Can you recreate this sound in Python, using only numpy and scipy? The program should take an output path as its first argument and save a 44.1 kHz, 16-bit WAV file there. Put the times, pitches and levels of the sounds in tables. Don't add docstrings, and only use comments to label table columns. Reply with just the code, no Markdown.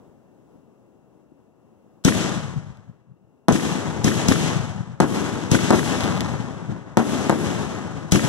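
import sys
import numpy as np
from scipy import signal
from scipy.fft import rfft, irfft, next_fast_len
from scipy.io import wavfile
from scipy.ndimage import uniform_filter1d

SR = 44100
rng = np.random.default_rng(int(sys.argv[2]) if len(sys.argv) > 2 else 0)


def wav_out(sig):
    wavfile.write(sys.argv[1], SR, np.round(np.clip(np.atleast_2d(sig).T, -1, 1) * 32767).astype(np.int16))


N = 365148
HZ = np.fft.rfftfreq(N, 1 / SR)
TIME = np.arange(N) / SR

# (time [s], thump level [dB], gas over thump [dB], thump pitch [Hz],
# roll level [dB], roll tilt [dB per band upwards])
LIFT_CHARGES = [(2.048, -7.5, -8.5, 173, 1, 0), (3.5219, -14.5, -11, 175, -5.5, 0.5),
                (4.043, -10.5, -9.5, 194, 1.5, -0.5), (4.2837, -8, -8, 182, 1, 0),
                (5.5142, -7.5, -10.5, 167.4, 1.5, -0.5), (5.7549, -15, -11.5, 179, -7.5, 1),
                (8.1197, -7, -6.5, 171, 1, 0)]
# (time [s], boom level [dB], crack over boom [dB], ground bounce delay [s],
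# roll level [dB], roll tilt [dB per band upwards])
SHELL_BURSTS = [(3.4839, -5.5, -20, 0.006, 1.5, -0.5), (5.002, -5.5, -20, 0.0056, 0, 0),
                (5.7057, -6, -19, .0055, 2.5, -2.2), (5.7261, -11.5, -23, 0.0051, -1.5, 1.33),
                (6.9711, -6, -21, 0.00535, -1, 0.5), (7.2959, -7, -21, 0.0056, -1.5, 0)]
# (delay [s], level [dB])
LIFT_WALLS = [(.115, -8), (.19, -7.5), (0.31, -8), (0.398, -10.5), (0.471, -8.5), (.514, -6.5),
              (.615, -16.5), (.645, -15.5), (0.729, -22.5), (.838, -17), (.868, -46), (1.033, -29),
              (1.063, -27.5), (1.176, -31.5)]


def undb(db):
    return 10 ** (np.asarray(db) / 20)


def unit(x):
    return x / np.sqrt(np.mean(x ** 2))


def along(table, order=1, hz=HZ):
    table = np.array(table)
    return np.interp(np.log(hz + 1), np.log(table[:, 0]), table[:, order])


def band(x, lo_hz, hi_hz):
    sos = signal.butter(2, [lo_hz, hi_hz], "bandpass", fs=SR, output="sos")
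    return signal.sosfilt(sos, x)


def walk(rate):
    hold = int(SR / rate)
    steps = np.repeat(rng.standard_normal(N // hold + 1), hold)
    return uniform_filter1d(uniform_filter1d(steps, hold), hold)[:N]


def add(track, s, sound):
    i = int(s * SR)
    track[i:i + len(sound)] += sound[:max(N - i, 0)]


def thump(hz, cycles, rise_s=0.0001):
    t = TIME[:3000]
    ring = np.sin(2 * np.pi * hz * t) * np.exp(-t * hz / cycles)
    return -1.5 * ring * (1 - np.exp(-(t / rise_s) ** 2))


def night():
    # (time [s], level [dB])
    fade = [(0, -49.5), (.5, -52), (1.4, -54), (2, -54), (3.2, -57), (8.28, -51.5)]
    # (frequency [Hz], density [dB per Hz])
    colour = [(30, -19.5), (60, -9), (130, 2), (260, 2.5), (500, -4), (1000, -15), (1600, -26),
              (2200, -31.5), (2800, -34), (4500, -40), (6500, -35), (10000, -42.5), (16000, -46.5)]
    # (time [s], level [dB], pitch [Hz])
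    thuds = [(0.885, -39, 300), (1.318, -32.5, 310)]
    whine_hz, whine_width_hz, whine_db = 2730, 160, -82.5
    drift = undb(np.interp(TIME, *np.transpose(fade)) + 0.76 * walk(1.9) + 1.4 * walk(12))
    sides = []
    for _ in range(2):
        rumble = irfft(rfft(rng.standard_normal(N)) * undb(along(colour)), N)
        sides.append(drift * unit(rumble))
    narrow = np.exp(-((HZ - whine_hz) / whine_width_hz) ** 2)
    whine = irfft(rfft(rng.standard_normal(N)) * narrow, N)
    sides[0] += undb(whine_db) * unit(whine)
    for s, db, hz in thuds:
        add(sides[0], s, undb(db) * thump(hz, cycles=1.2, rise_s=.002))
    return sides


def ports(left, other, lag_s):
    # (frequency [Hz], quieter by [dB], phase lead [rad],
    # likeness in diffuse sound [0-1])
    between_ports = [(30, 16, 1.75, 1), (169, 7.5, 2.06, 1), (530, 4, 2.36, 0.48), (860, 2.5, 2.46, 0.83),
                     (1440, 2.5, 2.6, 0.75), (2070, 1.5, 2.35, 0.65), (2500, 2.5, 2.38, 0.55),
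                     (4100, 3, 1.6, 0.3), (5500, 5.5, .5, 0.2), (8200, 7.5, .1, 0.7),
                     (11300, -1.5, 0.26, 0.7), (16000, 0.5, .1, .8)]
    size = next_fast_len(N + SR)
    hz = np.fft.rfftfreq(size, 1 / SR)
    quieter_db, lead, like = (along(between_ports, order=k, hz=hz) for k in (1, 2, 3))
    like = np.clip(like, 0, 1)
    heard = rfft(left, size)
    if other is not None:
        heard = like * heard + np.sqrt(1 - like ** 2) * rfft(other, size)
    turn = np.exp(1j * (lead - 2 * np.pi * hz * lag_s))
    right = irfft(heard * turn * undb(-quieter_db), size)[:N]
    return np.array([left, right])


def lifts():
    # (delay [s], thump level [dB], gas level [dB], pitch factor)
    near = [(0, 8, 19.5, 1), (.009, -9.5, 7.5, 1.4), (0.0169, -7.5, 4.5, 1.4), (0.0277, 6, 5, 1.45),
            (.037, -8, 7.5, 1.4)]
    # (delay [s], level [dB])
    slaps = [(.038, -7), (.076, -14)]
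    slap_hz, slap_width_hz, slap_s = 1596, 880, .003
    lead_hiss_db, lead_hiss_s = -23, 0.0092
    bright_hz, bright_width_hz, bright_db = 6160, 1500, 6.5
    out, t = np.zeros(N), TIME[:900]
    spit = (t / 0.0065) ** 2.63 * np.exp(-(t / 0.0048) ** 2.05)
    lead_hiss = np.minimum(t / .002, 1) * np.exp(-(t / lead_hiss_s) ** 4)
    slap = np.exp(-((t - 2 * slap_s) / slap_s) ** 2)

    def noise(lo_hz, hi_hz):
        return band(rng.standard_normal(len(t)), lo_hz, hi_hz)

    def noise_around(hz, width_hz):
        return noise(hz - width_hz / 2, hz + width_hz / 2)

    for s, db, gas_db, hz, *_ in LIFT_CHARGES:
        add(out, s - lead_hiss_s, undb(db + lead_hiss_db) * lead_hiss * noise(400, 8000))
        for delay, thump_db, spit_db, pitch in near:
            gas = noise(1100, 7800) + undb(bright_db) * noise_around(bright_hz, bright_width_hz)
            add(out, s + delay - .003, undb(db + gas_db + spit_db) * gas * spit)
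            body = thump(hz * pitch, cycles=0.98, rise_s=.0004)
            add(out, s + delay + .0032, undb(db + thump_db) * body)
        for delay, slap_db in slaps:
            middle = unit(noise_around(slap_hz, slap_width_hz))
            add(out, s + delay - 2 * slap_s, undb(db + slap_db) * slap * middle)
        for delay, far_db in LIFT_WALLS:
            dull = thump(hz * 0.806, cycles=1.16, rise_s=0.0059)
            add(out, s + delay, undb(db + far_db) * dull)
    return out


def roll(density=900, scatter_db=0.5, clump_db=1.5):
    # (frequency [Hz], density [dB per Hz])
    colour = [(30, -29.5), (60, -12), (110, 1.5), (170, 3), (280, -4.5), (450, -10), (800, -12),
              (1300, -15.5), (1700, -18.5), (2400, -25.5), (3300, -26.5), (4700, -32.5), (6500, -27.5),
              (9500, -38), (11000, -40), (13500, -52.5), (16000, -67)]
    shared = walk(90)
    clumps = [clump_db * (share * shared + 0.46 * walk(60)) for share in (.2, 0.3, 0.61, 0.61, 0.51)]
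    below = [1 / (1 + (HZ / edge) ** 6) for edge in (210, 450, 2100, 9300)]
    shares = (below[0], below[1] - below[0], below[2] - below[1], below[3] - below[2], 1 - below[3])
    levels, sides = roll_levels(), []
    for _ in range(2):
        arrivals = rng.random(N) < density / SR
        sizes = undb(scatter_db * rng.exponential(size=N))
        returns = arrivals * sizes * rng.standard_normal(N)
        wash = rfft(.5 * unit(returns) + rng.standard_normal(N)) * undb(along(colour))
        parts = [unit(irfft(wash * share, N)) for share in shares]
        sides.append(sum(p * level * undb(c) for p, level, c in zip(parts, levels, clumps)))
    return sides


def roll_levels():
    # (near returns [dB], they last [s], their fall [dB/s], far swell [dB], swell arrives [s],
    # swell holds until [s], its fall [dB/s], smear of wall echoes [dB])
    lift_bands = [(-19.5, .04, 501, -28, 0.065, 0.35, 45.5, -17.5),
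                  (-19, 0.053, 349, -25, 0.051, 0.19, 77, -43.5),
                  (-29.5, 0.039, 401, -30, 0.094, 0.23, 53, -36),
                  (-24.5, 0.036, 402, -29.5, 0.068, 0.19, 68.5, -44.5),
                  (-38.5, 0.04, 396, -45, 0.039, 0.12, 93, -69)]
    burst_bands = [(-20.5, 0.028, 400, -28.5, .1, 0.54, 23.6, -19.5),
                   (-15.5, 0.033, 680, -22.5, 0.033, 0.13, 24.6, -21),
                   (-23, 0.034, 420, -29.5, 0.11, 0.2, 19, -25.5),
                   (-32, 0.014, 300, -32, 0.12, 0.15, 29.7, -31),
                   (-47, .02, 300, -48.5, 0.065, 0.15, 47, -60)]
    # (delay [s], level [dB])
    burst_walls = [(.16, -5.5), (.58, -28), (.67, -11), (.98, -7.5), (1.039, -15)]
    duck_db, duck_s = -5.5, 0.24
    roll_lag_s = 0.0048
    t = TIME[::44]
    reports = [(row[0], lift_bands, LIFT_WALLS, *row[-2:]) for row in LIFT_CHARGES]
    reports += [(row[0], burst_bands, burst_walls, *row[-2:]) for row in SHELL_BURSTS]
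    power = 0
    for s, *shape in reports:
        dip_db = sum(duck_db * np.exp(-np.maximum(t - later, 0) / duck_s) * (t > later)
                     for later, *_ in reports if later > s)
        after = t - s - roll_lag_s
        power = power + roll_power(*shape, np.maximum(after, -1)) * undb(2 * dip_db)
    return [np.interp(TIME, t, np.sqrt(p)) for p in power]


def roll_power(bands, walls, level_db, tilt_db, t):
    gather_db, gather_s = -1.5, 0.031
    smear_s, peak_s = .012, .007
    air_db_per_s = 5
    rows = []
    for k, (near_db, near_s, near_fall, far_db, arrive_s, hold_s, far_fall, smear_db) in enumerate(bands):
        near_fade_db = near_fall * np.maximum(t - near_s, 0)
        near = undb(2 * (near_db - near_fade_db + gather_db * np.exp(-t / gather_s)))
        arrival = (1 - np.exp(-(t / arrive_s) ** 2)) ** 2
        swell = arrival * undb(2 * (far_db - far_fall * np.maximum(t - hold_s, 0)))
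        echoes = 0
        for delay, db in walls:
            smear = np.exp(-((t - delay - peak_s) / smear_s) ** 2)
            echoes = echoes + undb(2 * (db - k * air_db_per_s * delay)) * smear
        total = near + swell + undb(2 * smear_db) * echoes
        rows.append(total * undb(2 * (level_db + k * tilt_db)))
    return np.array(rows) * (t >= 0)


def shock(hz, cycles):
    t = TIME[:400]
    return np.cos(2 * np.pi * hz * t) * np.exp(-t * hz / cycles)


def stars():
    # (time [s], level [dB])
    singles = [(2.772, -32.5), (5.947, -13), (6.0012, -14), (6.007, -4), (6.0363, -8), (6.041, -5),
               (6.0482, -11), (6.2073, 0.5)]
    # (time [s], level [dB])
    swarm = [(5.55, -42), (5.85, -23.5), (6.05, -14.5), (6.3, -22), (6.6, -65)]
    swarm_per_s, swarm_scatter_db = 290, 2.5
    out = np.zeros(N)
    pop = band(shock(2200, cycles=0.13), 600, 8600)
    for s, db in singles:
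        add(out, s, undb(db) * pop)
    s, db = np.transpose(swarm)
    swarm_level = undb(np.interp(TIME, s, db, left=-200, right=-200))
    sizes = (rng.random(N) < swarm_per_s / SR) * undb(swarm_scatter_db * rng.standard_normal(N))
    dull = band(shock(740, cycles=0.37), 300, 7200)
    out += signal.fftconvolve(sizes * swarm_level, dull)[:N]
    lag = int(.005 * SR)
    return out + undb(-12.5) * np.concatenate([np.zeros(lag), out[:-lag]])


def bursts():
    # (delay [s], shock level [dB], boom level [dB], crack level [dB],
    # roundness [0-1])
    paths = [(0.0, 8.5, 5, 20, 0.65), (.0020, 2, -38, 10, 1), (.0032, 4.5, -7, 3, .75),
             (0.0231, 0, -9, -8, 0.9), (0.0297, 7, -9, -8, 0.9)]
    # (shock level [dB], boom level [dB], crack level [dB], roundness [0-1])
    ground = (12, 1.2, 3, 0.79)
    boom_hz, boom_cycles, low_hz = 220, .85, 100
    out, t = np.zeros(N), TIME[:3000]
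    front = shock(645, cycles=0.39)
    for s, db, crack_db, bounce, *_ in SHELL_BURSTS:
        for delay, shock_db, boom_db, edge_db, soft in paths + [(bounce, *ground)]:
            crack = rng.standard_normal(len(t)) * np.exp(-t / 0.0013)
            keep = min(soft, .95)
            rounded = signal.lfilter([(1 - keep) ** 2], [1, -2 * keep, keep ** 2], front)
            add(out, s + delay, undb(db + shock_db) * rounded)
            add(out, s + delay, undb(db + crack_db + edge_db) * band(crack, 3400, 8500))
            add(out, s + delay + 0.0002, undb(db + boom_db) * thump(boom_hz, boom_cycles))
    return band(out, low_hz, 21000)


def scene():
    (echo, echo_other), (far, far_other) = roll(), night()
    overhead = ports(bursts() + stars(), None, lag_s=0.000356)
    around = ports(echo + far, echo_other + far_other, lag_s=0.000379)
    tubes = ports(lifts(), None, lag_s=0.000376)
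    return around + tubes + overhead


def record(dry):
    top_hz = 16200
    thin = signal.sosfilt(signal.butter(3, 52, "highpass", fs=SR, output="sos"), dry)
    top = signal.ellip(10, .2, 80, top_hz, fs=SR, output="sos")
    return signal.sosfilt(top, np.tanh(0.83 * thin) / 0.87)


dry = scene()
out = record(dry)
wav_out(out)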